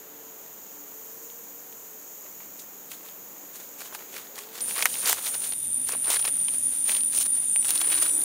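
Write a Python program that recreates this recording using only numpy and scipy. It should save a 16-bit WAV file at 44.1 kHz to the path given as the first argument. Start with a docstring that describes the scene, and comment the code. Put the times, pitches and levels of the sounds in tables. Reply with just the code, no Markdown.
"""A dry forest heard from three spots. First come a far insect chorus, passing flies and a bee that
drones in bursts, all tones or noise-driven resonances; from 1.3 s twigs snap as struck resonators, and
then hands and feet crush dry leaves into clumps of ringing cracks. At 4.6 s a second spot enters with
a close cicada, clicks ringing two bands of which the lower sags and recovers, over far singers and,
later, thin whines; the first spot drops out at 5.5 s. From 7.7 s a wide spot joins in stereo."""
import sys
import numpy as np
from scipy import signal
from scipy.fft import rfft, irfft
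from scipy.io import wavfile
from scipy.ndimage import uniform_filter1d

SR = 44100
rng = np.random.default_rng(int(sys.argv[2]) if len(sys.argv) > 2 else 0)


def boost(x):
    """Linear amplitude factor 10**(x/20) for a level x in decibels (scalar or array-like)."""
    u = np.asarray(x, float) / 20
    return 10 ** u


def wrap_up_sound(samples):
    """Save the sound to the file named by the first command line argument, as 16-bit audio."""
    columns = np.atleast_2d(samples).T
    # keep every value between -1 and 1, then stretch to whole-number steps
    tamed = np.clip(columns, -1, 1)
    steps = np.round(tamed * 32767).astype(np.int16)
    wavfile.write(sys.argv[1], SR, steps)


N = 363375

# presence of the second spot's air; its first time also ends the bee: (t/s, level/dB)
SECOND_PRESENCE = [(4.59, -100), (4.605, -52), (5.5, -53), (5.85, -52.5), (6.4, -51.5), (7.1, -53),
                   (7.6, -52.5), (8.24, -52)]


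def evened(x):
    """Normalisation: scales a signal to rms 1."""
    return x / np.sqrt(np.mean(x ** 2) + 1e-20)


def curve(rows):
    """Linear interpolation: each column after the time as a value per sample, held at the ends."""
    s, *columns = np.transpose(rows)
    return [np.interp(np.arange(N) / SR, s, c) for c in columns]


def band(x, hz, width_hz, order):
    """Heterodyning: shifts hz to zero, low-passes and shifts back, a resonance that can move."""
    turn = np.exp(2j * np.pi * np.cumsum(hz * np.ones(len(x))) / SR)
    low_pass = signal.butter(order, width_hz / 2, fs=SR, output="sos")
    return 2 * (turn * signal.sosfilt(low_pass, x / turn)).real


def clicks(per_s, spread_db):
    """Shot noise: impulses at random times, of random sign, a few much larger."""
    chance = rng.random(N)
    size = np.minimum(rng.exponential(1, N), 5)
    return (chance < per_s / SR) * np.sign(rng.random(N) - .5) * boost(spread_db * size)


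def drift(rate_hz):
    """Slow random modulation of rms 1: a sum of sines, the slower ones stronger."""
    t = np.arange(N // 256 + 2) * 256 / SR
    rates = np.geomspace(rate_hz / 20, rate_hz, 20)
    waves = sum(np.sin(2 * np.pi * (f * t + rng.random())) / np.sqrt(f) for f in rates)
    return np.repeat(evened(waves), 256)[:N]


def swell(t, s, rise, fall):
    """Burst envelope: dB relative to the top at s, 16 dB down one rise before or one fall after."""
    roundness = 1.2  # 1 = pointed, 2 = rounded with abrupt ends
    return -16 * np.maximum((s - t) / rise, (t - s) / fall) ** roundness


def cicada():
    """Forced resonance: membrane clicks ring a slowly rising upper band and a sagging lower band."""
    # effort of the singer: (t/s, level/dB)
    effort = [(4.61, -29), (4.86, -31.5), (4.88, -43), (4.9, -33.5), (5.06, -27), (5.14, -39), (5.3, -30),
              (5.71, -29.5), (5.76, -24.5), (5.87, -29.5), (6.15, -25), (6.4, -26.5), (6.66, -22.5),
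              (6.72, -27.5), (6.97, -25), (6.99, -35), (7.0, -25), (7.47, -25.5), (7.6, -19), (7.64, -29),
              (7.65, -24), (7.77, -26), (7.95, -21.5), (8.24, -24.5)]
    # pumps of the abdomen that make the lower band sag: (deepest t/s, depth f/Hz, fall t/s, recovery t/s)
    sags = [(4.62, 398, 0.018, 0.097), (4.9, 454, 0.12, 0.083), (5.29, 504, 0.12, 0.15),
            (5.71, 560, 0.13, .07), (6.09, 280, 0.12, 0.071), (6.43, 250, 0.14, 0.11),
            (6.8, 130, 0.11, 0.33), (7.21, 150, 0.061, 0.091), (7.52, 745, 0.098, 0.13),
            (7.91, 350, 0.04, 0.14)]
    t = np.arange(N) / SR
    pumps = [np.interp(t, [s - fall, s, s + rise], [0, 1, 0]) for s, hz, fall, rise in sags]
    pump = sum(pumps)
    sag_hz = sum(p * row[1] for p, row in zip(pumps, sags))
    # regular buckling leaves faint lines
    beats = np.diff(np.floor(np.cumsum(72 + 3 * drift(7)) / SR), prepend=0)
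    drive = evened(clicks(3000, 0.76)) + 0.74 * evened(beats)
    warming_hz_per_s = 8.3  # the upper band creeps up as the song goes on
    upper = evened(band(drive, 9568 + warming_hz_per_s * (t - 6.5), 314, order=3))
    # the sag spreads the lower band: three parts follow none, some and nearly all of the depth
    parts = [(0, 0.81), (.45, 1), (.95, 0.51)]  # (share of the depth, weight)
    lower = sum(weight * band(np.roll(drive, 1000 * k), 9275 - share * sag_hz, 216, order=2)
                for k, (share, weight) in enumerate(parts))
    # dB against the effort: at rest, change at full pump, chance wavering
    upper_db = -2.0 - 1 * pump + 0.4 * drift(25)
    lower_db = -5.5 + 3.5 * pump + 0.4 * drift(25)
    song = boost(upper_db) * upper + boost(lower_db) * evened(lower)
    return boost(curve(effort)[0]) * song * (t >= effort[0][0])


def snaps():
    """Impulse response: each snap strikes a woody ring, a sharp tick and a dull thud, with a noisy tail."""
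    # twigs and stems: (t/s, ring peak level/dB, ring f/Hz, tick level against the ring/dB)
    twigs = [(1.301, -35, 3450, -6), (1.5978, -43, 4500, -3), (1.726, -38, 3090, -6),
             (2.2522, -44, 1815, -5), (2.4054, -38, 2350, -4), (2.598, -38, 4270, -5),
             (3.038, -45, 1508, -3), (3.087, -32, 4000, -11), (3.363, -38, 2020, -3),
             (3.5997, -44, 1840, -4), (3.926, -32, 1404, -9), (3.9493, -23.5, 1570, -2),
             (4.357, -30, 4090, -11), (4.3804, -25.5, 1900, -14), (4.607, -16.5, 4800, -22),
             (4.7605, -28, 1560, -5), (4.8075, -17, 1560, -5), (4.8245, -4.5, 2380, -7),
             (4.828, -13, 2820, -19), (4.8562, -4.5, 1870, 0), (4.8664, -19, 3730, -3),
             (4.9415, -18, 4280, -13), (4.955, -22.5, 2400, -9), (4.966, -29, 2450, -8),
             (5.0582, -13, 4820, -16), (5.129, -9, 1530, 2), (5.344, -19.5, 3750, -11),
             (5.5225, -18.5, 3820, -13), (5.5354, -25, 3540, -9), (5.8875, -16, 6000, -3),
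             (5.892, -18.5, 1520, 2), (5.9225, -19.5, 6000, 0), (6.0463, -23, 3620, -5),
             (6.112, -16.5, 3780, -9), (6.1945, -20, 3200, -13), (6.2262, -22, 3520, -6),
             (6.2507, -15.5, 2380, -14), (6.2772, -20, 2600, -3), (6.4837, -20, 3000, -8),
             (6.8949, -14, 2520, -14), (6.919, -15, 3500, -2), (6.949, -17, 3000, -10),
             (6.9678, -16.5, 4140, 1), (7.0344, -34, 3600, 8), (7.0082, -25, 3500, 1),
             (7.21, -23, 6000, -3), (7.5605, -17, 2600, -4), (7.629, -29, 3310, -6),
             (7.647, -25, 2970, -12), (7.6913, -18, 3340, 4), (7.708, -17, 3750, 9.5),
             (7.757, -14, 2960, 2), (7.7775, -20, 4130, 6), (7.8148, -14, 3300, -4),
             (7.843, -24.5, 2460, -9), (7.9027, -23, 3410, -3), (7.9276, -18, 2390, -13),
             (7.9803, -20.5, 2340, -6), (8.0301, -20, 3450, -16), (8.0955, -25, 3150, -3),
             (8.2172, -24.5, 3940, -11)]
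    out, t = np.zeros(N + 800), np.arange(800) / SR
    for (s, db, hz, tick_db), noise in zip(twigs, rng.standard_normal((len(twigs), 800))):
        burst = (t == 0) + noise * (0.58 * np.exp(-t / 0.00016) + 0.09 * np.exp(-t / 0.0043))
        # -38.5 dB for a 2 kHz twig at -26 dB; low-ringing, thick twigs thud more (-10 dB per octave),
        # and the thud grows slower than the snap (0.6 dB per dB)
        thud_db = -38.5 - 10 * np.log2(hz / 2000) + 0.6 * (db + 26) - db
        ring = band(burst, hz, 0.44 * hz, order=1)
        tick = band(burst, 7500, 10300, order=2)
        thud = band(burst, 1020, 510, order=2)
        for part, rel_db in ((ring, 0), (tick, tick_db), (thud, thud_db)):
            out[round(s * SR):][:800] += boost(db + rel_db) * part / abs(part).max()
    return out[:N]


def snap_edges():
    """Band-limited impulse: treble clicks of 8 to 18 kHz, most of them the sharp edge of a twig snap."""
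    # treble clicks: (t/s, peak level/dB)
    edges = [(5.1297, 1), (5.9214, -15), (6.3071, -22), (6.9673, -20), (7.5597, -19), (7.706, 2),
             (7.901, -11)]
    out = np.zeros(N)
    for s, db in edges:
        out[round(s * SR)] += boost(db)
    unit = band(np.arange(64) == 0, 13000, 10000, order=2)
    return signal.oaconvolve(out, unit / abs(unit).max())[:N]


def leaves():
    """Crackling noise: crushes drive clumped cracks of five flake sizes, in two patches of litter."""
    # crushes: (loudest t/s, rise t/s, fall t/s, level/dB, fineness/dB)
    crushes = [(2.254, .012, 0.027, -52, -13.5), (2.404, .008, 0.055, -51, -12),
               (2.6, 0.037, 0.053, -59.5, 12), (2.918, 0.02, 0.057, -44, 2), (3.084, 0.13, 0.063, -52, -3),
               (3.56, 0.033, .04, -48.5, 3.5), (3.598, .01, 0.15, -52, -2),
               (3.81, 0.032, 0.028, -41.5, -1.5), (3.856, 0.03, .04, -43.5, 0),
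               (3.915, 0.017, 0.021, -53.5, -30), (3.946, 0.023, 0.039, -43, 1),
               (4.015, .04, 0.057, -47.5, -7), (4.164, 0.069, 0.11, -41.5, -2), (4.235, .02, .03, -59, -6),
               (4.358, .008, 0.046, -47, -2), (4.391, 0.049, 0.11, -44, -0.5), (4.57, 0.056, 0.1, -42, -1),
               (4.71, 0.043, 0.046, -38.5, 1), (4.762, .008, .04, -37.5, -8),
               (4.79, 0.048, 0.061, -31.5, -4), (4.826, 0.013, 0.0091, -30.5, 3.5),
               (4.857, 0.0055, 0.027, -37, -2), (4.95, 0.3, 0.24, -42.5, 3.5),
               (5.035, 0.013, .04, -39.5, -14.5), (5.07, 0.028, 0.037, -29.5, -4),
               (5.096, 0.051, 0.051, -26.5, 3.5), (5.18, 0.029, 0.047, -35.5, -6),
               (5.27, 0.043, .04, -34, 2.5), (5.341, 0.022, 0.035, -37.5, -1.5),
               (5.451, 0.065, 0.073, -41.5, 3), (5.523, 0.009, 0.013, -43, -10.5),
               (5.892, 0.03, 0.036, -40, 2), (5.924, 0.034, 0.054, -38.5, -7), (6.045, .03, .05, -44.5, -2),
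               (6.09, 0.029, 0.022, -33.5, -14), (6.121, 0.05, 0.042, -30, 1.5),
               (6.15, 0.042, 0.036, -32, 0), (6.198, .012, 0.027, -41, 3), (6.251, 0.011, 0.027, -31, -2),
               (6.28, .012, 0.022, -34.5, -2), (6.36, .06, 0.13, -52, 0), (6.54, 0.028, 0.044, -45, 0),
               (6.75, 0.066, 0.043, -47.5, 0), (6.896, 0.047, 0.095, -35.5, 2.5),
               (6.95, 0.054, 0.063, -39.5, -2), (7.01, .01, .02, -53, 2), (7.131, 0.017, .1, -45, 5.5),
               (7.178, 0.046, .02, -39, 8), (7.215, 0.023, 0.023, -32.5, 8),
               (7.261, 0.017, 0.018, -42.5, 3), (7.356, 0.022, .025, -46.5, 3),
               (7.368, 0.0074, 0.015, -44, -1), (7.43, 0.069, 0.052, -50, -2), (7.648, .008, .04, -41.5, 1),
               (7.7, 0.045, 0.056, -36, 3.5), (7.755, .04, 0.055, -39, 1), (7.815, 0.02, .012, -35, 4.5),
               (7.85, 0.047, 0.11, -40.5, -3), (7.925, 0.037, 0.049, -33, -2),
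               (7.985, 0.038, .03, -36.5, 1), (8.025, 0.049, 0.042, -35, 0.5),
               (8.065, 0.05, 0.038, -36.5, -2.5)]
    # flake sizes: (low f/Hz, high f/Hz, crack rate/s^-1, level against the crush/dB, gain per fineness/dB/dB)
    flakes = [(350, 1135, 900, -9.5, -0.5), (1054, 2810, 1600, -5, -0.25), (2600, 5050, 2500, -3, 0.45),
              (5380, 9400, 3500, -1, 1.03), (9000, 16200, 5400, .5, 0.7)]
    power = np.zeros((len(flakes), N))
    size_db, per_fine = np.transpose(flakes)[3:, :, None]
    for s, rise, fall, db, fine_db in crushes:
        at = np.arange(round((s - 2 * rise) * SR), min(round((s + 2 * fall) * SR), N))
        power[:, at] += boost(db + swell(at / SR, s, rise, fall) + size_db + per_fine * fine_db) ** 2
    gains = uniform_filter1d(np.sqrt(power), 300, axis=1)
    clumps = boost(3.23 * evened(uniform_filter1d(rng.standard_normal(N), 200)))
    out = np.zeros((2, N))
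    for gain, (lo_hz, hi_hz, per_s, *_) in zip(gains, flakes):
        train = clicks(per_s, 2.85) * clumps
        flake = rng.integers(0, 5, N)
        # each crack rings one of five flakes for a cycle or two
        pitches = np.geomspace(0.98 * lo_hz, 0.99 * hi_hz, num=5)
        rung = sum(signal.lfilter(*signal.iirpeak(hz, 2.5, SR), train * (flake == k))
                   for k, hz in enumerate(pitches))
        cracks = evened(rung) + 0.84 * rng.standard_normal(N)
        size_band = signal.butter(2, [lo_hz, hi_hz], "band", fs=SR, output="sos")
        sized = evened(signal.sosfilt(size_band, cracks))
        # a shift of one second makes the second patch unlike the first at any moment
        out += gain * np.array([sized, np.roll(sized, SR)])
    return out


def gliding_notes(notes, width_hz):
    """Narrow-band noise: brief notes whose centre frequency glides, with tapered ends."""
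    out = np.zeros(N)
    for s, length, hz, end_hz, db in notes:
        n = round(length * SR)
        note = band(rng.standard_normal(SR)[:n], np.linspace(hz, end_hz, n), width_hz, order=2)
        part = out[round(s * SR):][:n]
        part += (boost(db) * evened(note) * signal.windows.tukey(n, .4))[:len(part)]
    return out


def whines():
    """High-Q resonance: a 7 Hz wide band of noise sounds as a thin gliding whine."""
    # whines: (start t/s, length t/s, start f/Hz, end f/Hz, level before the taper/dB)
    glides = [(5.5, .6, 9640, 9800, -40), (5.76, .14, 9190, 9220, -37), (6.22, .13, 9250, 9250, -37),
              (6.48, .12, 9200, 9290, -36), (6.76, .3, 9150, 9290, -30), (7.08, .13, 9290, 9210, -31),
              (7.2, .21, 9200, 9290, -31), (7.36, .34, 10040, 10120, -50), (7.6, .2, 9190, 9300, -30),
              (7.95, .25, 9150, 9300, -29), (7.97, .2, 9800, 9950, -38)]
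    return gliding_notes(glides, width_hz=7)


def chirps():
    """Lower-Q resonance: a 190 Hz wide band of noise makes the fuzzy chirps of other insects."""
    # chirps: (start t/s, length t/s, start f/Hz, end f/Hz, level before the taper/dB)
    calls = [(7.595, .095, 7900, 7800, -38), (8.04, .16, 7850, 7900, -40), (7.8, .2, 7700, 7750, -45),
             (7.5, .09, 10200, 11000, -40), (1.02, .05, 11400, 11200, -58), (1.14, .05, 11000, 11000, -57),
             (1.43, .03, 9600, 9500, -60), (7.6, .08, 5900, 5900, -52), (8.07, .1, 5900, 5880, -51),
             (7.42, .17, 7000, 7400, -47)]
    return gliding_notes(calls, width_hz=190)


def wings(rows, second_db, flutter_db):
    """Harmonic series: a wing beat and its octave, fluttering in level, fading in and out."""
    hz, db = curve(rows)
    t = np.arange(N) / SR
    gate = np.clip(np.minimum(t - rows[0][0] + 0.025, rows[-1][0] - t) / 0.11, 0, 1)
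    phase = 2 * np.pi * np.cumsum(hz) / SR
    beat = np.sin(phase) + boost(second_db) * np.sin(2 * phase)
    return np.sqrt(2) * gate * boost(db + flutter_db * drift(20)) * beat


def flies():
    """Frequency modulation: three wing hums whose pitch and level follow each passing fly."""
    # wing hums, one table a fly: (t/s, f/Hz, level of the fundamental/dB)
    fly_1 = [(0, 435, -54.5), (.25, 451, -60.5), (.6, 423.6, -65), (.9, 428.6, -62), (1.35, 469.5, -58.5),
             (1.6, 466.5, -61.5), (1.85, 441.5, -63), (2.05, 426, -66), (2.3, 430, -61)]
    fly_2 = [(3.9, 370, -68), (4.2, 385, -64), (4.43, 420, -59), (4.56, 465, -57), (4.7, 515, -57),
             (4.85, 505, -59), (5, 530, -57), (5.2, 545, -64)]
    fly_3 = [(5.4, 255, -66), (5.9, 260, -62), (6.4, 266, -65), (6.75, 272, -56.5), (7, 277, -56),
             (7.3, 278, -60), (7.7, 275, -82)]
    return wings(fly_1, -33, 0.99) + wings(fly_2, -9, 1.4) + wings(fly_3, -10.0, 2.3)


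def bee():
    """Amplitude modulation: one wing pitch that wanders a little, loud in bursts."""
    # bursts: (loudest t/s, half length t/s, level/dB)
    bursts = [(0.0, .07, -55), (0.133, .09, -61), (.27, .08, -64), (.8, 0.34, -62), (1.25, 0.13, -59.5),
              (1.549, 0.15, -61), (1.668, 0.11, -66), (2.031, 0.16, -64), (2.758, 1, -63.5),
              (3.45, 0.081, -58), (3.63, 0.065, -60), (3.76, 0.18, -59.5), (4.1, 0.31, -66)]
    t = np.arange(0, SECOND_PRESENCE[0][0], .01)
    db = np.max([db + swell(t, s, half, half) for s, half, db in bursts], 0)
    hz = 292 + 2.25 * drift(6)[(t * SR).astype(int)]  # mean and rms wander
    return wings(np.transpose([t, hz, db]), -33, 2.9)


def drones():
    """Simple tones: faint sines that waver a little in frequency and level."""
    # tones: (start t/s, end t/s, f/Hz, level/dB)
    tones = [(0, 5.5, 3090, -77), (2.3, 4.2, 190, -70), (4.6, 8.3, 80, -73), (5.6, 8.3, 115, -66),
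             (5.4, 7.8, 226, -67), (5.8, 7.5, 172, -69), (4.6, 5.9, 12680, -61), (5.55, 6.6, 12860, -61),
             (6.9, 8.1, 12350, -59), (5.5, 6.4, 11550, -65), (7.7, 8.3, 12680, -61)]
    t = np.arange(N) / SR
    out = np.zeros(N)
    for start, end, hz, db in tones:
        level = np.sqrt(2) * boost(db + 2.0 * drift(4.1))
        gate = np.clip(np.minimum(t - start + 0.039, end - t) / .05, 0, 1)
        out += level * gate * np.sin(2 * np.pi * np.cumsum(hz + 2.46 * drift(10)) / SR)
    return out


def chorus(modes, presence, waver_db):
    """Superposition: dense clicks of many insects blur into resonances, each swelling on its own."""
    f = np.fft.rfftfreq(N, 1 / SR)
    drive = rfft(clicks(9000, 1.2))
    voices = np.zeros(N)
    for hz, width_hz, db in modes:
        voice = evened(irfft(drive / np.sqrt(1 + (2 * (f - hz) / width_hz) ** 4), N))
        voices += boost(db + waver_db * drift(7)) * voice
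    return boost(curve(presence)[0]) * evened(voices)


def far_insects():
    """Incoherent addition: the far chorus of the first spot and the far singers of the second."""
    # resonances of each spot's insects: (f/Hz, width f/Hz, level against one another/dB)
    modes_1 = [(6870, 59, -10), (6820, 480, -2.5), (6760, 1500, 2.5), (12280, 1300, -0.5), (9200, 2800, -8),
               (15040, 380, 1), (13350, 1000, 4), (14500, 900, 1.5), (15450, 700, -3)]
    modes_2 = [(3620, 260, -11), (7600, 270, -10), (12050, 230, -2), (13400, 250, -6), (7180, 2200, -1),
               (11000, 1100, -7), (13200, 2800, -3.5)]
    # swell of each chorus: (t/s, level/dB)
    swell_1 = [(0, -45.5), (1, -43), (2, -43.5), (3, -43.5), (4.001, -44.5), (4.599, -46.5), (5.099, -41),
               (5.5, -46), (5.53, -100)]
    swell_2 = [(4.59, -100), (4.605, -42), (5.5, -43.5), (6.5, -42.5), (7.5, -42.5), (8.24, -38.5)]
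    return chorus(modes_1, swell_1, 1.0) + chorus(modes_2, swell_2, 1.36)


def air(colour, presence):
    """Coloured noise: the smooth distant wash of a spot, white noise shaped in the spectrum."""
    f, db = np.transpose(colour)
    hz = np.fft.rfftfreq(N, 1 / SR)
    shape = boost(np.interp(np.log(hz + 1), np.log(f), db))
    return boost(curve(presence)[0]) * evened(irfft(rfft(rng.standard_normal(N)) * shape, N))


def scene():
    """Sum and difference stereo: two centred spots, then a wide one where left and right part."""
    # spectrum of each spot's still air: (f/Hz, relative spectral level/dB)
    air_1 = [(18, -68), (30, -35.5), (223, -8.5), (259, -8.5), (283, -9.5), (382, -6.5), (454, -4.5),
             (685, -9.5), (814, -9.5), (5200, -23.5), (6760, -54), (11400, -120)]
    air_2 = [(18, -54), (30, -25), (265, -5.5), (366, -13), (408, -14.5), (589, -14), (906, -15.5),
             (1010, -19.5), (3530, -16.5), (5200, -25), (6760, -44), (11400, -120)]
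    air_3 = [(59, -75), (100, -34), (208, -17), (317, 5.5), (374, -6), (4450, -22), (5060, -22),
             (5440, -78), (8000, -85), (10400, -115), (17600, -120)]
    # presence of the first spot, and of the wide one in the side signal: (t/s, level/dB)
    presence_1 = [(0, -52.5), (2, -53.5), (4.6, -52), (5.1, -57), (5.5, -53.5), (5.53, -100)]
    presence_3 = [(7.66, -92), (7.72, -49), (8, -50), (8.24, -43.5)]
    # hum of the wide spot, before its gain to the side: (t/s, f/Hz, level of the fundamental/dB)
    wide_hum = [(7.7, 331, -60), (7.9, 335, -78), (7.98, 343, -51), (8.06, 337, -65), (8.14, 337, -65.5),
                (8.3, 333, -58.5)]
    buzz = cicada()
    centre = buzz + snap_edges() + whines() + chirps() + flies() + bee() + drones()
    centre += far_insects() + air(air_1, presence_1) + air(air_2, SECOND_PRESENCE)
    # thin leaves and twigs have no body to radiate bass
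    thin = signal.butter(4, 300, "high", fs=SR, output="sos")
    crush, other = signal.sosfilt(thin, leaves() + [[1], [0]] * snaps())  # snaps in the first patch only
    wide = np.clip((np.arange(N) / SR - 7.68) / 0.27, 0, 1)  # the wide spot fades in
    dull = signal.butter(4, 6500, fs=SR, output="sos")  # the finest crackle stays in the middle
    side = wide * signal.sosfilt(dull, .5 * other - 0.54 * crush)
    side += air(air_3, presence_3) + 0.8 * wings(wide_hum, -20, 3.3)
    side += .08 * wide * np.roll(buzz, SR // 10)  # the buzz also reaches the wide spot by another path
    centre += crush + boost(-1.5) * air(air_3, presence_3) + wings(wide_hum, -14, 3.7)
    return np.array([centre + side, centre - side])


def top_cut(x):
    """Nothing passes above the cut-off."""
    return signal.sosfilt(signal.butter(12, 16690, fs=SR, output="sos"), x)


def record(dry):
    """Linear-phase filtering: a low-pass at 15780 Hz limits the band of the mix."""
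    low_pass = signal.firwin(511, 15780, window=("kaiser", 9), fs=SR)
    limited = signal.oaconvolve(dry, low_pass[None], "same")
    return top_cut(limited)


dry = scene()
out = record(dry)
wrap_up_sound(out)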